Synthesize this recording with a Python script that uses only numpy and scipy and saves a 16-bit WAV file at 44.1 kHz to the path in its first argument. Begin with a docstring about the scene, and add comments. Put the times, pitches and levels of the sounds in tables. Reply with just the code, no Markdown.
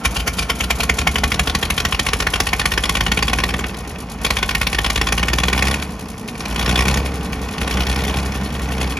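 """Cold diesel tractor in a forest clearing

An old six-cylinder logging tractor picks up speed from cold, three cylinders knocking hard and
unburnt fuel banging in the pipe; the hollow ring of the knocks rises in pitch as the engine warms.
The fuel is cut and it coasts; it picks up, the beat evens out, and it coasts again before surging
unevenly. Exhaust pulses boom in the stack, the hood rumbles and hums, tappets and gears clatter,
worn seals hiss, and the trees scatter the clatter back."""
import sys
import numpy as np
from scipy import signal
from scipy.fft import rfft, irfft, next_fast_len
from scipy.io import wavfile
from scipy.ndimage import uniform_filter1d

SR = 44100
rng = np.random.default_rng(int(sys.argv[2]) if len(sys.argv) > 2 else 0)


def materialize(psi):
    """Save the field psi as 16-bit PCM at rate SR to the path in sys.argv[1].

    A 1-D psi becomes a single channel; in a 2-D psi each row is a channel.
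    """
    bounded = np.clip(np.atleast_2d(psi).T, -1, 1)
    quanta = np.round(bounded * 32767).astype(np.int16)
    wavfile.write(sys.argv[1], SR, quanta)


N = 396459
TIME = np.arange(N) / SR
HEATING_S = (0.78, 2.4)  # the hollow ring rises from cold to warm between these times
WARMING_S = 0.084  # how gradually a cylinder turns from cold to warm

# engine speed: time_s, firings_per_s
ENGINE_SPEED = [(0.0, 27.1), (0.409, 26.58), (1.362, 38.97), (1.553, 38.44), (2.163, 44.1), (2.335, 44.71),
                (3.099, 54.78), (3.615, 59.59), (4.364, 48.31), (5.005, 53.58), (5.408, 60.25),
                (5.805, 70.86), (6.419, 57.34), (6.611, 59.33), (6.982, 68.43), (7.516, 62.99),
                (7.757, 63.41), (8.091, 66.69), (9.0, 63.68)]
# fuel relative to full; two cuts, then the governor hunts: time_s, fuel_db
FUEL_FEED = [(0, -1), (2.6, 0.5), (3.44, -0.5), (3.6, -5.5), (3.75, -22), (4.19, -29), (4.225, 1), (4.3, 0),
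             (4.7, -1.5), (5.72, 0.5), (5.92, -32), (6.22, -47), (6.6, 2.5), (6.96, -1), (7.03, -13.5),
             (7.48, -17), (7.7, -2.5), (8.14, -3), (8.28, -11), (8.66, -11), (8.8, -3), (8.99, -14)]
# cylinders in firing order; cold, three knock hard and three barely fire; warm, they even out:
# half_warm_s, cold_knock_db, warm_knock_db, cold_exhaust_db, warm_exhaust_db,
# knock_treble_db, knock_lag_s, liner_hz, cold_boom_delay_s, hiss_db
CYLINDER_VOICES = [(5.58, -9.5, -17.5, 8, 6, -0.5, .0006, 1970, 0.0068, -14),
                   (5.3, -41, -24.5, 3, 8, -8.5, .0018, 3300, 0.00705, 23),
                   (5.5, -44, -17.5, -48, 10.5, 1.5, 0.00118, 2200, 0.0066, 23),
                   (5.61, -12.5, -19.5, 7.5, -4.5, 0.2, .0018, 2970, 0.00886, 17.5),
                   (5.53, -16.5, -21.5, 4.5, 10.5, -0.9, 0.00019, 4630, 0.00847, 9),
                   (5.6, -52, -29.5, -45, -11, 29, .0024, 5000, 0.0071, 8)]
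# tone of a combustion knock: frequency_hz, level_db
KNOCK_SPECTRUM = [(60, -3), (250, 4), (450, 3.5), (620, -2.5), (1000, -2.5), (1600, -2.5), (2400, 6.5),
                  (3000, 3), (3300, 1), (4200, -2.5), (6500, -5.5), (9000, -7.5), (11000, -9),
                  (13500, -20.5), (15500, -12.5)]


def amp(db):
    """Decibels to gain."""
    return np.exp(np.asarray(db) * (np.log(10) / 20))


def unit(x):
    """Scales to rms 1."""
    return x / np.sqrt(np.mean(x ** 2) + 1e-20)


def curve(rows, t):
    """A time table, read at the times t."""
    return np.interp(t, *np.transpose(rows))


def read(rows, hz, column=1):
    """One column of a frequency table, read on a log axis."""
    rows = np.asarray(rows)
    return np.interp(np.log(hz + 1), np.log(rows[:, 0] + 1), rows[:, column])


def add(mix, s, sound):
    """Mixes a sound in at time s."""
    part = mix[:, max(round(s * SR), 0):][:, :sound.shape[1]]
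    part += sound[:, :part.shape[1]]


def wander(count, size):
    """Random drift: count values joined by ramps over size samples."""
    return np.interp(np.linspace(0, count - 1, size), np.arange(count), rng.standard_normal(count))


def colour(x, spectrum, modes=(), size=8192):
    """Minimum-phase EQ of unit energy: a broad spectrum with resonances on top."""
    hz = abs(np.fft.fftfreq(size, 1 / SR))
    peaks_db = sum(peak / (1 + (2 * (hz - f) / width) ** 2) for f, width, peak in modes)
    log_gain = np.log(amp(read(spectrum, hz) + peaks_db))
    ring = np.fft.ifft(np.exp(np.conj(signal.hilbert(log_gain)))).real[:size // 2]
    return signal.oaconvolve(x, ring[None] / np.linalg.norm(ring), axes=1)[:, :N]


def crank():
    """Crank position, counted in firings."""
    return np.cumsum(curve(ENGINE_SPEED, TIME)) / SR - 1.483


def firings():
    """Time of every firing, the row of its cylinder, and how warm that is (0-1)."""
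    position = crank()
    index = np.arange(np.ceil(position[0]), position[-1]).astype(int)
    times = np.interp(index, position, TIME)
    cylinders = np.array(CYLINDER_VOICES)[index % len(CYLINDER_VOICES)]
    return times, cylinders, .5 + .5 * np.tanh((times - cylinders[:, 0]) / WARMING_S)


def octaves(t):
    """Engine speed in octaves above 60 firings a second."""
    return np.log2(curve(ENGINE_SPEED, t) / 60)


def effort(per_fuel, db_per_octave):
    """Gain of a part that grows louder with fuel and changes with engine speed."""
    return amp(per_fuel * curve(FUEL_FEED, TIME) + db_per_octave * octaves(TIME))


def chill():
    """How cold the cylinders are as a whole: 1 at first, 0 once all have warmed."""
    return .5 - .5 * np.tanh((TIME - np.array(CYLINDER_VOICES)[:, 0].mean()) / WARMING_S)


def heat(t):
    """How far the hollow ring has risen from cold to warm (0-1)."""
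    return np.interp(t, HEATING_S, [0, 1])


def hollow_ring(x, spectrum, steps=5):
    """Gives a sound a hollow ring that rises in pitch, step by step, as the engine warms."""
    # peaks and dips of the ring: warm_hz, width_hz, warm_db, cold_hz, cold_db
    resonances = [(734, 48, 6.5, 700, 9), (804, 48, 7.5, 770, 4), (1062, 260, 6.5, 975, 4),
                  (1170, 58, 3.5, 1090, 7), (1477, 197, 7, 1360, 10), (1635, 84, -2.5, 1470, 4),
                  (1850, 245, 6, 1806, 4), (2025, 78, -3, 2250, 4.5), (2207, 90, 3.5, 2130, 1.5),
                  (2510, 120, 3, 2430, 0.5), (2740, 90, -1.5, 2480, -5.5), (2830, 120, 1.5, 2400, 7),
                  (3387, 163, 6.5, 3140, 4), (4370, 210, 3.5, 3780, -1.5), (5040, 150, 3.5, 5400, -7),
                  (5490, 103, 6, 5500, 4.5)]
    out = np.zeros((2, N))
    warm_hz, width_hz, warm_db, cold_hz, cold_db = np.transpose(resonances)
    edges = [0, *np.linspace(*HEATING_S, steps - 1), N / SR]
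    for start, end, warmth in zip(edges, edges[1:], np.linspace(0, 1, steps)):
        hz = cold_hz + warmth * (warm_hz - cold_hz)
        db = cold_db + warmth * (warm_db - cold_db)
        add(out, start, colour(x[:, round(start * SR):round(end * SR)], spectrum, zip(hz, width_hz, db)))
    return out


def combustion(s, treble_db, liner_hz, liner_db=3.0, liner_octaves=0.24,
               rise_s=0.001408, blow_s=0.0072, tail_db=-12, tail_t60=0.078, ragged_db=4.0,
               thud_db=-7, thud_lead_s=0.002428, thud_rise_s=0.0017, size=4096):
    """Start time and sound of one knock: a ringing thud, then a rattle that peaks at s."""
    # low modes, struck by the pressure rise: pitch_hz, level_db, t60_s
    thud_modes = [(468, -6.5, 0.03), (727, -11, 0.029), (817, -7.5, 0.029), (1069, -2.5, 0.027),
                  (1129, -7.5, 0.05), (1468, -7.5, 0.035), (1859, -10, 0.036)]
    t = (np.arange(size) - size // 5) / SR
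    hz = np.fft.rfftfreq(size, 1 / SR)
    # a slow crank stretches both attack and decay
    attack_s = rise_s * max(1, 38 / curve(ENGINE_SPEED, s)) ** 4
    swell = np.exp(np.minimum(t, 0) / attack_s)
    after, slowness = np.maximum(t, 0), 2 ** -octaves(s)
    blow = np.exp(-(after / (blow_s * slowness ** 0.25)) ** 1.6)
    rebound_db = ragged_db * wander(count=28, size=size)  # loose parts rebound in the tail
    tail = amp(tail_db + rebound_db - 60 * after / (tail_t60 * slowness ** 0.45))

    tilt_db = treble_db * np.tanh(np.log2((hz + 1) / 2800))
    low_shelf_db = -2 / (1 + (hz / 1400) ** 4)
    liner_ring_db = liner_db * np.exp(-(np.log2((hz + 1) / liner_hz) / liner_octaves) ** 2)
    # each blow favours other upper resonances, at the same loudness
    favour_db = 2.5 * np.interp(hz, np.geomspace(1600, 12000, 16), rng.standard_normal(16), left=0)
    noise = unit(rng.standard_normal((2, size)))
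    rattle = rfft(noise) * amp(favour_db + tilt_db + low_shelf_db + liner_ring_db)
    power = np.average(abs(rattle[0]) ** 2, weights=amp(read(KNOCK_SPECTRUM, hz)) ** 2) / size
    knock = swell * np.maximum(blow, tail) * irfft(rattle / np.sqrt(power))

    age = np.maximum(t + thud_lead_s + attack_s, 0)
    # the thud is flat while cold, and each strike is slightly detuned
    tuning = 1 - 0.029 * (1 - heat(s)) + 0.019 * rng.standard_normal(len(thud_modes))
    thud = sum((-1) ** k * amp(db - 60 * age / t60) * np.sin(2 * np.pi * f * tuning[k] * age)
               for k, (f, db, t60) in enumerate(thud_modes))
    knock[0] += amp(thud_db) * (1 - np.exp(-age / thud_rise_s)) * thud
    return s + t[0], knock


def knocks(faint_db=-21, erratic_db=3, sure_db=-12, steady_db=0.6,
           treble_db_per_octave=-2.1, warm_treble_db=2.5, treble_scatter_db=1.37):
    """Firings knock as hard as fuel and warmth allow; weak ones are erratic, slow or warm ones bright."""
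    # ignitions that crack out above the beat, alone or in runs as fuel returns: peak_s, level_db
    hard_knocks = [(4.249, -9.5), (4.615, -11), (5.436, -11.5), (5.625, -11), (5.671, -16.5),
                   (5.742, -16.5), (5.784, -34), (5.825, -19.5), (6.286, -24), (6.354, -30.5),
                   (6.406, -23.5), (6.456, -19.5), (6.561, -18), (6.694, -13.5), (6.712, -18.5),
                   (6.777, -16), (6.791, -13.5), (6.808, -15), (6.823, -16.5), (6.855, -17.5), (6.883, -12),
                   (6.973, -16), (7.06, -20.5), (7.331, -21.5), (7.487, -25.5), (7.537, -29),
                   (7.582, -21.5), (7.615, -18.5), (7.677, -18.5), (7.711, -17), (7.806, -16.5),
                   (7.869, -18), (7.915, -21), (7.961, -19), (8.038, -20.5), (8.142, -20), (8.187, -22),
                   (8.352, -25.5), (8.595, -26.5), (8.721, -23), (8.814, -18), (8.971, -21.5)]
    out = np.zeros((2, N))
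    times, cylinders, warmths = firings()
    chance = rng.standard_normal((len(times), 2))
    replaced = [np.argmin(abs(times - s)) for s, _ in hard_knocks]  # the firing nearest each hard knock
    for k, (s, cylinder, warmth, (luck, tint)) in enumerate(zip(times, cylinders, warmths, chance)):
        _, cold_db, warm_db, _, _, treble_db, lag_s, liner_hz, _, _ = cylinder
        db = cold_db + warmth * (warm_db - cold_db) + curve(FUEL_FEED, s)
        db += luck * np.interp(db, [faint_db, sure_db], [erratic_db, steady_db])
        treble_db += treble_db_per_octave * octaves(s) + warm_treble_db * warmth
        treble_db += treble_scatter_db * tint
        start, knock = combustion(s + lag_s, treble_db, liner_hz)
        if k not in replaced:
            add(out, start, amp(db) * knock)
    for s, db in hard_knocks:
        start, knock = combustion(s, treble_db=1.5, liner_hz=2450)
        add(out, start, amp(db + 0.5) * knock)
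    return hollow_ring(out, KNOCK_SPECTRUM)


def valve_gear(level_db=-29.5, cold_db=-5, taps_per_s=400, tap_db=-2, tap_t60=0.024):
    """A dense, ringing patter of tappets and gears, louder once all cylinders fire."""
    # tone of the patter: frequency_hz, level_db
    clatter_spectrum = [(100, -5), (400, 6.5), (700, 4.5), (1100, 2.5), (1700, -1.5), (2500, 2.5),
                        (4000, -11), (6500, -14), (9000, -33), (11000, -49), (13500, -25), (15500, -29)]
    spread_db = 2.5 * np.minimum(rng.exponential(1, N), 3)
    strikes = amp(spread_db) * (rng.random(N) < taps_per_s / SR)
    taps = signal.oaconvolve(strikes, amp(-60 * np.arange(2048) / SR / tap_t60))[:N]
    patter = (1 + amp(tap_db) * unit(taps)) * rng.standard_normal((2, N))
    gain = amp(level_db + cold_db * chill() * amp(curve(FUEL_FEED, TIME)))
    return gain * effort(per_fuel=0.4, db_per_octave=1) * unit(hollow_ring(patter, clatter_spectrum))


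def timing_gears(level_db=-39, db_per_octave=3, slaps_per_firing=2, decay=0.73, scatter_db=3, slack=.7):
    """Loose timing gears slap unevenly through their backlash, fuel or no fuel."""
    # tone of the slaps: frequency_hz, level_db
    gear_spectrum = [(200, -11.5), (700, 5.5), (1100, 4), (1600, -5), (2500, 2.5), (3600, -12), (5300, -7),
                     (7000, -13), (15500, -32)]
    position = crank() * slaps_per_firing + slack * wander(count=900, size=N)
    luck = rng.standard_normal(N)[np.floor(position).astype(int)]
    slaps = amp(scatter_db * luck) * np.exp(-(position % 1) / decay) * rng.standard_normal((2, N))
    return amp(level_db + db_per_octave * octaves(TIME)) * unit(hollow_ring(slaps, gear_spectrum))


def seal_hiss(level_db=-40, lag_firings=0.37, rise_firings=0.21, scatter_db=1.0, warm_leak_db=8):
    """Each compression stroke lets an uneven puff of gas hiss past worn seals."""
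    # tone of the leak: frequency_hz, level_db
    hiss_spectrum = [(500, -58), (2500, 8), (5500, 7), (7500, 8.5), (10500, 8.5), (13400, -1.5),
                     (15500, -9)]
    position = crank() - lag_firings
    stroke = np.floor(position).astype(int)
    luck = rng.standard_normal(N)[stroke]
    cylinder_db = np.array(CYLINDER_VOICES)[stroke % len(CYLINDER_VOICES), -1] + scatter_db * luck
    age = position % 1 / rise_firings
    leak = amp(warm_leak_db) * (1 - chill())  # once warm, every cylinder leaks a little more
    puffs = np.hypot(amp(cylinder_db), leak) * age * np.exp(-age) * rng.standard_normal((2, N))
    return amp(level_db) * effort(per_fuel=0.05, db_per_octave=-2) * unit(colour(puffs, hiss_spectrum))


def exhaust(full_bark_db=-5, bark_db_per_octave=13, full_load_db=-18, bark_growth=0.59,
            bark_uneven=0.27, bark_lead_s=0.003146, warm_delay_s=0.00745, scatter_db=1.4):
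    """Each cylinder blows down into the stack just after it fires: first an even bark, then the boom."""
    # how hard the engine pulls: time_s, exhaust_db
    engine_load = [(0.0, -25.5), (0.22, -24), (0.35, -29), (0.7, -26), (1.1, -22.5), (1.45, -23.5),
                   (1.65, -26), (2.5, -26.5), (3.1, -23), (3.53, -24.5), (4.15, -41), (4.25, -25.5),
                   (4.5, -26.5), (5.1, -22.5), (5.73, -21), (6.11, -54), (6.66, -19.5), (6.98, -19),
                   (7.24, -31), (7.46, -27), (7.54, -50), (7.63, -21), (7.71, -32), (7.76, -21),
                   (8.21, -22.5), (8.54, -29), (8.84, -20.5), (8.99, -31.5)]
    # tone of the boom: frequency_hz, level_db
    boom_spectrum = [(12, -40), (30, -18), (42, -7.5), (54, 3.5), (66, 4.5), (85, -7.5), (130, -17.5),
                     (195, -16.5), (300, -49), (900, -76)]
    # resonance of the stack: pitch_hz, width_hz, gain_db
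    stack_mode = [(58.5, 62, -0.5)]
    # tone of the bark: frequency_hz, level_db
    bark_spectrum = [(30, -44), (80, -6.5), (130, 1.5), (200, 3.5), (270, -4), (400, -10.5), (900, -8.5),
                     (3000, -103)]
    times, cylinders, warmth = firings()
    _, _, _, cold_db, warm_db, _, _, _, cold_delay_s, _ = cylinders.T
    boom_delay_s = cold_delay_s + warmth * (warm_delay_s - cold_delay_s)
    strength, jitter = rng.standard_normal((len(times), 2)).T
    pulse_db = cold_db + warmth * (warm_db - cold_db) + scatter_db * strength

    def pulses(delay_s, db):
        """One pulse a firing, delayed and slightly uneven."""
        train = np.zeros((2, N))
        at = np.clip((times + delay_s + .0001 * jitter) * SR, 0, N - 1).astype(int)
        train[0, at] = amp(db)
        return train

    boom = unit(colour(pulses(boom_delay_s, pulse_db), boom_spectrum, stack_mode, size=16384))
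    running_power = uniform_filter1d(boom[0] ** 2, 8000) + .01
    load_db = curve(engine_load, TIME)
    # at speed and under load, the pulses steepen and the overtones bark
    bark_db = full_bark_db + bark_db_per_octave * octaves(TIME) + bark_growth * (load_db - full_load_db)
    bark_pulses = pulses(warm_delay_s - bark_lead_s, bark_uneven * pulse_db)
    bark = amp(bark_db) * unit(colour(bark_pulses, bark_spectrum))
    return amp(load_db) * (boom + bark) / np.sqrt(running_power)


def hood_rumble(level_db=-27.5, throb_db=3, lag_firings=0.4):
    """Gas rush and shaking hood panels, throbbing with the firings."""
    # tone of the rumble: frequency_hz, level_db
    rumble_spectrum = [(20, -69.5), (50, 4), (100, -5.5), (150, -1), (195, 1.5), (235, -2), (275, -5.5),
                       (330, -10), (375, -18), (430, -5.5), (520, -15.5), (800, -18), (1500, -29.5),
                       (4000, -77)]
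    # slow swells of the rumble: time_s, gain_db
    swells = [(0, 3), (1.1, 4.5), (1.9, -1), (2.7, -4), (3.3, -0.5), (4.5, -3), (5.7, -3), (7.3, 0.5),
              (8.99, -0.5)]
    throb = amp(throb_db * np.cos(2 * np.pi * (crank() - lag_firings)))
    rush = colour(throb * rng.standard_normal((2, N)), rumble_spectrum)
    return amp(level_db + curve(swells, TIME)) * effort(per_fuel=0.016, db_per_octave=5) * unit(rush)


def hood_hum(level_db=-36):
    """The shaking engine hums in the hood: clean tones that glide with the speed, even coasting."""
    # engine orders: multiple_of_firing_rate, level_db
    orders = [(3.5, -3), (25 / 6, -4), (4.5, -3), (6, -7), (7, -6)]
    phase = 2 * np.pi * crank()
    tones = sum(amp(db) * np.sin(order * phase + 2 * np.pi * rng.random()) for order, db in orders)
    return np.array([amp(level_db) * effort(per_fuel=0.26, db_per_octave=9) * tones, np.zeros(N)])


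def pipe_bangs(rise_s=.0012):
    """Unburnt fuel goes off in the cold exhaust pipe, which answers with a hollow ring."""
    # bangs in the pipe: start_s, level_db
    bangs = [(0.704, -17), (0.798, -16), (0.893, -22), (1.069, -10.5), (1.235, -10), (1.391, -22)]
    # modes of the pipe: pitch_hz, level_db, t60_s
    pipe_modes = [(724, 3, 0.029), (816, -0.5, 0.028)]
    out, t = np.zeros((2, N)), np.arange(4096) / SR
    ring = sum(amp(db - 60 * t / t60) * np.sin(2 * np.pi * hz * t) for hz, db, t60 in pipe_modes)
    ring *= 1 - np.exp(-t / rise_s)
    for s, db in bangs:
        add(out[:1], s, amp(db) * ring[None])
    return out


def forest(x, predelay_s=0.0075, echoes_per_s=1500):
    """Trunks scatter the sound back in sparse echoes; the mids die first."""
    # decay among the trees: frequency_hz, t60_s
    decay_times = [(100, 0.77), (1000, 0.11), (4000, 0.62), (14000, 0.89)]
    taps = rng.standard_normal((2, SR)) * (rng.random((2, SR)) < echoes_per_s / SR)
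    taps *= np.arange(SR) > predelay_s * SR
    hz, t, bands = signal.stft(taps, SR, nperseg=256)
    tail = signal.istft(bands * amp(-60 * t / read(decay_times, hz)[:, None]), SR, nperseg=256)[1]
    return signal.fftconvolve(x, tail / np.linalg.norm(tail[0]), axes=1)[:, :N]


def stereo_pair(x):
    """Left and right hear row 0 with a phase and level difference, and a little of row 1 as width."""
    # stereo image: frequency_hz, left_lead_rad, left_over_right_db, side_db
    image = [(60, 0, 0, -37), (500, 0, -.5, -24), (1100, 0, -.7, -19), (1600, .2, -1.4, -11),
             (1780, .4, -5, -9), (2100, .9, .5, -11), (2500, 1.3, 0, -12), (2750, 1.35, 3, -11),
             (3200, .8, 5, -11), (3450, .55, 2.4, -11), (4250, .3, 3.5, -10), (5340, .55, 1.2, -9),
             (6300, -.3, 1.3, -11), (7100, -1.5, 3, -7.5), (7800, -3.05, .4, -15), (8300, -3.15, 0, -19),
             (9000, -3.4, 0, -11), (9700, -4.7, 0, -7), (10500, -5.8, 0, -9), (11500, -6.3, 0, -21),
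             (12700, -6.6, 0, -9), (13400, -8.1, 0, -4), (14000, -9.25, 0, -13), (15400, -9.4, 0, -22)]
    size = next_fast_len(N + SR // 2)
    hz = np.fft.rfftfreq(size, 1 / SR)
    mid, side = rfft(x, size)
    lead_rad, balance_db, side_db = (read(image, hz, column) for column in (1, 2, 3))
    pan = np.exp(.5j * lead_rad) * amp(balance_db / 2)
    side *= amp(side_db)
    return irfft(np.array([(mid + side) * pan, (mid - side) / pan]), size)[:, :N]


def scene(echo_db=-15, slap_db=-16.0, slap_s=0.016):
    """The engine among the trees, mixed as mid and side; one near surface slaps each knock back."""
    metal = knocks() + pipe_bangs() + valve_gear() + timing_gears() + seal_hiss()
    echoes = amp(echo_db) * forest(metal)
    add(echoes, slap_s, amp(slap_db) * metal)
    return stereo_pair(metal + echoes + exhaust() + hood_rumble() + hood_hum())


def record(dry, cutoff_hz=15850):
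    """Peaks round off at full scale, then a steep low-pass trims the top."""
    limited = dry / (1 + abs(dry) ** 8) ** (1 / 8)
    low_pass = signal.firwin(511, cutoff_hz, window=("kaiser", 9), fs=SR)
    return signal.oaconvolve(limited, low_pass[None], "same", axes=1)


dry = scene()
out = record(dry)
materialize(out)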